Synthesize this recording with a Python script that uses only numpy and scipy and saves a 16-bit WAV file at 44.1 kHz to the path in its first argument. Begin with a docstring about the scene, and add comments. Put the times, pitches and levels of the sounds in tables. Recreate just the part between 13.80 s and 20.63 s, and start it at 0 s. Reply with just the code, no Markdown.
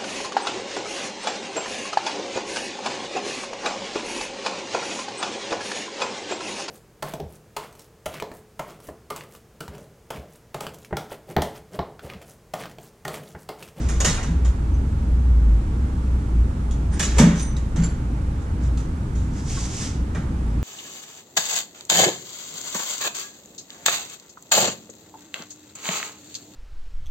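"""A steel drawer cabinet is opened, rummaged in and banged shut in a workshop.
Knocks and scraping runners shake the sheet steel into a noisy rattle; the drawer rings, the large
panels boom and loose tools clink. Once, a faint high whistle swells in. The room reverberates.
Behind it, ventilation rumbles and drives the room's lowest resonance into a wavering hum."""
import sys
import numpy as np
from scipy import signal
from scipy.fft import rfft, irfft, next_fast_len
from scipy.io import wavfile
from scipy.ndimage import uniform_filter1d, map_coordinates

SR = 44100
rng = np.random.default_rng(int(sys.argv[2]) if len(sys.argv) > 2 else 0)


def persist_wave(psi):
    """Save psi, clipped to +-1, as 16-bit WAV."""
    counts = np.round(np.clip(psi, -1, 1) * 32767).astype(np.int16)
    wavfile.write(sys.argv[1], SR, np.atleast_2d(counts).T)


N = 301203


# Drawer knocks: t/s, bright level/dB, dull re bright/dB, rattle t60/s, ring re bright/dB
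KNOCKS = [(0.0867, -25, -3, 0.52, -24.5), (0.2027, -14.5, -3.5, .1, -29), (0.246, -8.5, -8, 0.37, -27),
          (0.3735, -44.5, 19.5, 0.36, -22), (0.428, -29, -5, 0.4, -24), (0.6477, -31, 0.5, 0.23, -36),
          (2.909, -32, -26, 0.069, -16), (3.1945, -14, -6, 0.49, -24), (3.227, -17, -16, 0.089, -33),
          (3.383, -9.5, -2, 0.085, -32), (3.3925, -15.5, 2.5, 0.43, -34), (3.5955, -25.5, -20, 0.25, -30),
          (3.7653, -32.5, -4, 0.097, -37), (3.959, -31, 4.5, 0.45, -28), (4.02, -33, 1, .1, -30),
          (4.035, -29.5, 2, 0.14, -28), (4.6194, -45, 0, .12, -34), (4.973, -31, -14, 0.058, -22),
          (5.0005, -39, -8, 0.16, -28), (5.3522, -37.5, -12, 0.75, -32), (5.7736, -44.5, 6, .12, -30),
          (6.347, -34.5, 7.5, 0.34, -34)]

def knocks(grit):
    """Bright, dull and crack power envelopes: first contact cracks, the blow fades, loose parts rattle."""
    blow_db, blow_t60_s, crack_db, crack_t60_s = -9, 0.18, -13.5, 0.026
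    rattle_db, dull_stretch, hard_db = -11, 1.36, -14
    bright, dull, crack = np.zeros((3, N))
    for start, db, dull_db, t60, _ in KNOCKS:
        span = slice(round(start * SR), round(start * SR) + SR // 2)
        t = np.arange(len(grit[span])) / SR
        for power, level, age in (bright, db, t), (dull, db + dull_db, t / dull_stretch):
            blow = amp(blow_db - 60 * age / blow_t60_s) ** 2
            loose = grit[span] * amp(rattle_db - 60 * age / t60) ** 2
            power[span] += amp(level) ** 2 * (blow + loose) * (1 - np.exp(-age / 0.0024))
        contact_db = db + crack_db - 0.5 * max(hard_db - db, 0)  # soft blows crack less
        crack[span] += amp(contact_db - 60 * t / crack_t60_s) ** 2 * (1 - np.exp(-t / 0.0007))
    return bright, dull, crack


# Drawer slides: t/s, rise/s, hold/s, scrape level/dB, dull re scrape/dB
SLIDES = [(-.05, 0.04, 0.078, -46.5, 3), (3.087, 0.055, 0.053, -46, 4.5), (3.327, 0.046, 0.011, -37, 5),
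          (3.535, 0.024, 0.029, -42, -18), (4.767, 0.075, .01, -50, -0.5), (5.464, 0.11, 0.023, -46, -2.5),
          (5.588, 0.12, 0.15, -36.5, -10), (5.838, 0.11, 0.12, -34.5, -9.5)]

def slides(grit):
    """Dull and scrape power envelopes: the drawer speeds up, holds and stops on juddering runners."""
    release_db_per_s = 226
    t = np.arange(N) / SR
    judder = amp(0.4 * wobble(22) + 0.6 * wobble(110))
    dull, scrape = np.zeros((2, N))
    for start, rise, hold, db, dull_db in SLIDES:
        speed_up = np.clip((t - start) / rise, 0, 1) ** 2
        release = amp(-release_db_per_s * np.maximum(t - start - rise - hold, 0))
        power = grit * (amp(db) * speed_up * release * judder) ** 2
        scrape += power
        dull += power * amp(dull_db) ** 2
    return dull, scrape


# Spectra of bright steel, dull steel, runners and first contact: f/Hz, relative density/dB
BRIGHT = [(1880, -11.5), (3200, -7.5), (3500, -7.5), (4870, -8), (6890, 1), (8150, -10), (9390, -12),
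          (11100, -24), (12900, -29), (14900, -41)]
DULL = [(210, -24), (350, -2.5), (690, -7.5), (809, -5.5), (1000, -7), (1600, -8), (2000, -9),
        (2600, -17.5), (3800, -18.5), (4940, -37), (8360, -120)]
SCRAPE = [(1180, -42), (2000, -9), (2600, -7.5), (4190, -7.5), (5800, -1), (6600, 0.5), (7540, -3),
          (9950, -15.5), (11400, -29), (14900, -34)]
CRACK = [(300, -22), (1000, -16), (1700, -11), (3500, -23), (6800, 5), (9000, -2), (12000, -7),
         (14900, -19)]
# Cabinet stereo likeness: f/Hz, coherence
CABINET_COHERENCE = [(60, 0.57), (240, 0.99), (410, 0.99), (700, 0.58), (1200, 1), (2000, 0.6),
                     (3500, 0.84), (5810, 0.56), (9000, 0.3), (14500, .2)]
# Cabinet balance: f/Hz, left re right/dB
CABINET_BALANCE = [(240, 0.0), (410, 2.5), (700, -3.5), (1200, -4), (2000, -1.5), (3500, -2), (5810, -0.5),
                   (9000, -3.5), (14500, 3)]
# Cabinet phase: f/Hz, left lead/rad
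CABINET_LEAD = [(300, -0.5), (700, 0.7), (1200, 1.1), (2000, 1.05), (3600, -0.34), (5800, -1), (9200, -1.5),
                (12500, -3)]

def rattle():
    """Knocks and slides shake sheet steel whose modes are too dense to hear apart."""
    grit = amp(0.67 * wobble(60) + 0.32 * wobble(250)) ** 2  # uneven contact
    bright, knock_dull, crack = knocks(grit)
    slide_dull, scrape = slides(grit)
    place = CABINET_COHERENCE, CABINET_BALANCE, CABINET_LEAD
    return (np.sqrt(bright) * stereo_noise(BRIGHT, *place, patchy_db=3, patch_bins=2)
            + np.sqrt(knock_dull + slide_dull) * stereo_noise(DULL, *place, patchy_db=3, patch_bins=2)
            + np.sqrt(scrape) * stereo_noise(SCRAPE, *place, patchy_db=-0.5)
            + np.sqrt(crack) * stereo_noise(CRACK, *place, patchy_db=0.5))


# Clearest drawer modes: f/Hz, level/dB, t60/s
DRAWER_MODES = [(1278, -1.5, 0.14), (1930, -17, 0.1), (3200, -24, 0.23), (3700, -28, 0.15),
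                (4100, -26, .15), (5500, -12, .15), (6640, -5, 0.17), (6740, 0, .1), (7100, 4, 0.075)]

def drawer_ring():
    """Every knock rings the drawer's modes in a new mix."""
    ring = np.zeros(N)
    for start, db, *_, ring_db in KNOCKS:
        strike(ring, start, db + ring_db, DRAWER_MODES, attack_s=0.0034, scatter_db=4.5, jostle=0.6)
    return ring * amp([[-1.1], [1.1]])


# Blows on the panels: t/s, level/dB, attack/s, tilt/(dB/octave)
BOOMS = [(.27, -21.5, 0.01, -8.5), (.49, -23.5, 0.0093, -11.5), (3.399, -7, 0.0057, 5.5),
         (3.42, -6, 0.013, -19.5), (3.461, -12, 0.0062, 8), (3.52, -17, 0.0081, -3),
         (3.98, -12, 0.022, -15.5), (6.37, -24.5, 0.019, -15)]
# Panel modes: f/Hz, level/dB, t60/s
PANEL_MODES = [(167.2, 5, 0.24), (202.7, 6, 0.11), (223.8, 2.5, 0.19), (240, -3.5, 0.15), (294, -9.5, 0.21),
               (328.5, -17.5, 0.16), (365, -17.5, 0.11), (444.4, -18, 0.18), (507, -21, 0.16),
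               (580, -21.5, 0.26), (605, -24, 0.16), (654, -23.5, 0.2), (834, -26, 0.1)]

def panels():
    """The cabinet's large panels boom; where a blow lands sets the mix of modes."""
    pivot_hz, tilt_top_hz = 200, 300
    boom = np.zeros(N)
    for start, db, attack, tilt in BOOMS:
        modes = [(hz, level + tilt * np.log2(min(hz, tilt_top_hz) / pivot_hz), t60)
                 for hz, level, t60 in PANEL_MODES]
        strike(boom, start, db, modes, attack, scatter_db=0.6)
    return -boom


# Modes per clink, and of the whistle near 11 kHz: f/Hz, level/dB, t60/s
RING_MODES = { "drawer front": [(1834, -3, 0.19), (2000, -10, .2), (3200, -24, .15), (3720, -11, .2),
              (5460, -9, .15), (5850, -7, .2), (6250, -2, .1), (6634, 4, .2), (6650, 5, .2), (6970, 0, .15),
              (7300, -11, .2), (7677, -8, .2), (9300, -19, .1)], "drawer back": [(1364, -5, .08),
              (1693, 1, 0.067), (1844, -2, .06), (2530, -2, 0.082), (2869, -4, 0.087), (3461, -2, .09),
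              (4565, -6, .08), (6120, -9, .1), (6630, -7, .08), (7224, 4, 0.054), (7840, 0, .07)],
              "rail": [(1993, 2, 0.13), (3720, 0, .25), (3830, -4, .2), (5815, -4, 0.18)],
              "pin": [(8830, 0, 0.27)], "socket": [(6080, -2.5, 0.5), (6060, -2, 0.28), (5960, -6, .15)],
              "hook": [(8800, 0, 0.62)], "lid": [(1140, -3, .08), (1580, 6, .1), (1770, -1, .09),
              (1905, 0, 0.12), (2200, -2, .09), (2350, -3, .08), (2750, -5, .08)], "bit": [(10960, -1, 1.1),
              (11060, -5, 1.2)], "washer": [(6130, 3, 0.15), (6010, 1, .12), (6300, -5, .07),
              (6900, -9, .08)], "clamp": [(3600, -4, .05), (3790, -5, .05), (3870, 5, 0.056),
              (4080, -2, .04), (4260, -5, .05), (5050, 1.5, .05), (5570, -5, 0.054), (6900, -3, .04)],
              "tin box": [(743, -2, 0.15), (1104, -1, 0.14), (1250, -4.5, 0.09), (1390, -1, 0.11),
              (1563, -3, 0.1), (1920, -20, 0.081), (2040, -10, 0.062)], "spanner": [(1420, -14, 0.08),
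              (4525, -3.5, 0.18), (6050, -5, 0.4), (7272, 7, 0.17), (9451, -14, 0.39), (10070, -14, 0.14),
              (12100, -32, 0.1)]}
# Clinks and the whistle: t/s, level/dB, mode set, attack/s, muffled after/s
RINGS = [(.2026, -32, "drawer front", .002, 0.0092), (.2463, -30, "drawer front", 0.0047, .07),
         (.284, -30.5, "rail", 0.0048, .12), (.335, -45, "hook", .01, 0.14),
         (.378, -33.5, "tin box", .002, .1), (.438, -36.5, "tin box", .002, .03),
         (0.938, -54, "washer", .002, .07), (3.125, -48, "hook", .004, 0.025),
         (3.198, -27, "drawer back", 0.0034, .03), (3.227, -27, "drawer back", 0.0037, .06),
         (3.545, -52, "bit", .05, 0.11), (3.572, -35, "socket", .008, 0.04),
         (3.618, -37, "pin", 0.0043, .2), (3.623, -35.5, "socket", .002, 0.14),
         (3.766, -46, "clamp", .001, 0.017), (3.962, -44.5, "washer", .002, .03),
         (3.98, -49, "spanner", .01, .06), (4.035, -36, "spanner", .002, 0.099),
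         (5.772, -39.5, "tin box", .001, .015), (6.35, -43.5, "lid", .001, .04)]

def clinks_and_whistle():
    """Steel parts touch and ring briefly; "bit" is a faint, fuzzy 11 kHz whistle that swells in slowly."""
    rings = np.zeros(N)
    for start, db, name, attack, muffle_s in RINGS:
        strike(rings, start, db, RING_MODES[name], attack, scatter_db=3.5, muffle_s=muffle_s, jostle=0.6)
    return rings * amp([[-0.6], [0.6]])


# Room decay: f/Hz, t60/s
ROOM_T60 = [(200, 0.59), (2000, 0.73), (10000, 0.28)]
# Room stereo likeness: f/Hz, coherence
ROOM_COHERENCE = [(250, .97), (700, 0.41), (3500, 0.42), (9000, .1)]

def reverb(x):
    """Each frequency dies in the room at its own rate; long waves reach both channels alike."""
    hz, t, (left, other) = signal.stft(rng.standard_normal((2, SR // 2)), SR, nperseg=256)
    alike = np.clip(log_interp(ROOM_COHERENCE, hz), 0, 1)[:, None]
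    right = alike * left + np.sqrt(1 - alike ** 2) * other
    decay = amp(-60 * t / log_interp(ROOM_T60, hz)[:, None])
    tail = signal.istft(np.array([left, right]) * decay, SR, nperseg=256)[1]
    delayed = np.pad(x, ((0, 0), (300, 0)))
    return signal.fftconvolve(delayed, tail / np.linalg.norm(tail[0]), axes=1)[:, :N]


# Lowest room resonance: t/s, level/dB
HUM_LEVEL = [(0.0, -25), (0.05, -17.5), (0.42, -30.5), (0.7, -15), (0.74, -33), (0.84, -22), (1.06, -20),
             (1.12, -28.5), (1.41, -14), (1.77, -15.5), (1.86, -28), (2.04, -18.5), (2.09, -26.5),
             (2.34, -20.5), (2.42, -29), (2.61, -14.5), (2.68, -23.5), (3.33, -23.5), (3.38, -13.5),
             (3.44, -30), (3.52, -24.5), (4.15, -26), (4.19, -45), (4.26, -23), (4.75, -29), (4.93, -19.5),
             (5.17, -38), (5.21, -25), (5.27, -47), (5.36, -18), (5.55, -32.5), (5.86, -28), (5.91, -59),
             (6.22, -23), (6.26, -33), (6.83, -20)]

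def room_hum():
    """Ventilation drives the room's lowest resonance unsteadily; pitch and level waver."""
    hum_hz, waver_hz = 58.9, 2.57
    level_db = np.interp(np.arange(N) / SR, *np.transpose(HUM_LEVEL))
    phase = 2 * np.pi * np.cumsum(hum_hz + waver_hz * wobble(5.5)) / SR
    drive = 1 + 0.28 * (wobble(14) + 1j * wobble(21))
    return amp(level_db) * np.sqrt(2) * np.real(drive * np.exp(1j * phase))


# Ventilation and microphone hiss: f/Hz, relative density/dB
AIR = [(45, -31.5), (76, -8), (91, -14.5), (129, -12), (161, -16), (256, -19), (327, -24), (357, -29),
       (399, -30.5), (693, -38), (883, -35), (1010, -39.5), (1370, -40.5), (2500, -51), (4800, -57.5),
       (7500, -56.5), (10000, -62), (14900, -78.5)]
# Air stereo likeness: f/Hz, coherence
AIR_COHERENCE = [(60, 1.0), (130, 0.97), (240, 0.98), (410, 0.91), (700, 0.28), (1200, 0.13), (2000, 0.67),
                 (3500, 0.18), (5500, 0.05), (14500, 0.12)]
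# Air balance: f/Hz, left re right/dB
AIR_BALANCE = [(60, 0), (240, -0.5), (410, 2.5), (700, -4), (1200, -6.5), (2000, -3.5), (3500, -1),
               (6620, -3), (14500, -1)]
# Air phase: f/Hz, left lead/rad
AIR_LEAD = [(0, 0), (430, -0.02), (680, 2), (1100, 2.5), (1900, 2), (2840, 0), (14600, -1.5)]

def ventilation():
    """Steady air noise over a slowly sinking rumble below and above the hum."""
    fade_db_per_s = 1.12
    below = amp(-28.5) * noise_band(centre_hz=30, width_hz=11)
    above = amp(-29) * noise_band(centre_hz=82, width_hz=9)
    rumble = amp(-fade_db_per_s * np.arange(N) / SR) * (below + above)
    air_db = -28 + 0.42 * wobble(1.99)
    return rumble + amp(air_db) * stereo_noise(AIR, AIR_COHERENCE, AIR_BALANCE, AIR_LEAD, patchy_db=0.41)


def strike(x, start_s, db, modes, attack_s, scatter_db, muffle_s=1, jostle=0):
    """Add one ring to x: modes start at random strengths, waver if jostled and decay, fast once muffled."""
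    jostle_per_s, muffle_db_per_s = 110, 900
    t, ring = np.arange(SR // 2) / SR, 0
    knots = np.arange(jostle_per_s // 2 + 2) / jostle_per_s
    for hz, level, t60 in modes:
        a, b = rng.standard_normal((2, len(knots)))
        drive = (1 + jostle * np.interp(t, knots, a + 1j * b)) / np.sqrt(1 + jostle ** 2)
        decay = amp(level + scatter_db * a[-1] - 60 * t / t60)
        ring += decay * np.imag(drive * np.exp(2j * np.pi * hz * t))
    envelope = (1 - np.exp(-t / attack_s)) * amp(db - muffle_db_per_s * np.maximum(t - muffle_s, 0))
    part = x[round(start_s * SR):][:len(t)]
    part += (ring * envelope)[:len(part)]


def stereo_noise(spectrum, coherence, balance, lead, patchy_db, patch_bins=6):
    """Unit-rms stereo noise, patchy in time and frequency."""
    def mid_side(hz):
        angle = np.arccos(np.clip(log_interp(coherence, hz), -1, 1)) / 2
        return amp(log_interp(spectrum, hz)) * [np.cos(angle), np.sin(angle)]

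    def pan(hz):
        left = amp(log_interp(balance, hz) / 2) * np.exp(0.5j * log_interp(lead, hz))
        return np.array([left, 1 / left])

    white = signal.stft(rng.standard_normal((2, N + 512)), nperseg=512)[2]
    patches = uniform_filter1d(rng.standard_normal(white.shape[1:]), size=patch_bins, axis=0)
    patches = unit_rms(uniform_filter1d(patches, size=10, axis=1))
    pair = signal.istft(white * amp(patchy_db * patches), nperseg=512)[1][:, :N]
    mid, side = filtered(pair, mid_side)
    return unit_rms(filtered(np.array([mid + side, mid - side]), pan))


def noise_band(centre_hz, width_hz):
    return unit_rms(filtered(rng.standard_normal(N), lambda f: np.exp(-((f - centre_hz) / width_hz) ** 2)))


def wobble(knots_per_s):
    """Smooth random curve."""
    knots = rng.standard_normal(int(N * knots_per_s / SR) + 4)
    return map_coordinates(knots, [np.arange(N) * knots_per_s / SR])


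def filtered(x, response):
    size = next_fast_len(N + SR // 2)
    return irfft(rfft(x, size) * response(np.fft.rfftfreq(size, 1 / SR)), size)[..., :N]


def log_interp(points, hz):
    f, value = np.transpose(points)
    return np.interp(np.log(hz + 1), np.log(f + 1), value)


def amp(db):
    return 10 ** (np.asarray(db) / 20)


def unit_rms(x):
    return x / np.sqrt(np.mean(x ** 2) + 1e-20)


def scene():
    """Cabinet, clinks and whistle in the room, over hum and ventilation."""
    clatter, rings = rattle() + drawer_ring(), clinks_and_whistle()
    room = amp(-7.5) * reverb(clatter) + amp(-12) * reverb(rings)
    return clatter + panels() + rings + room + room_hum() + ventilation()


def record(dry):
    """The input stage rounds off the loudest peaks and passes nothing above its band limit."""
    full_scale, top_hz = 0.97, 15100
    rounded = dry / (1 + np.abs(dry / full_scale) ** 4) ** (1 / 4)
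    return filtered(rounded, lambda hz: hz < top_hz)


dry = scene()
out = record(dry)
persist_wave(out)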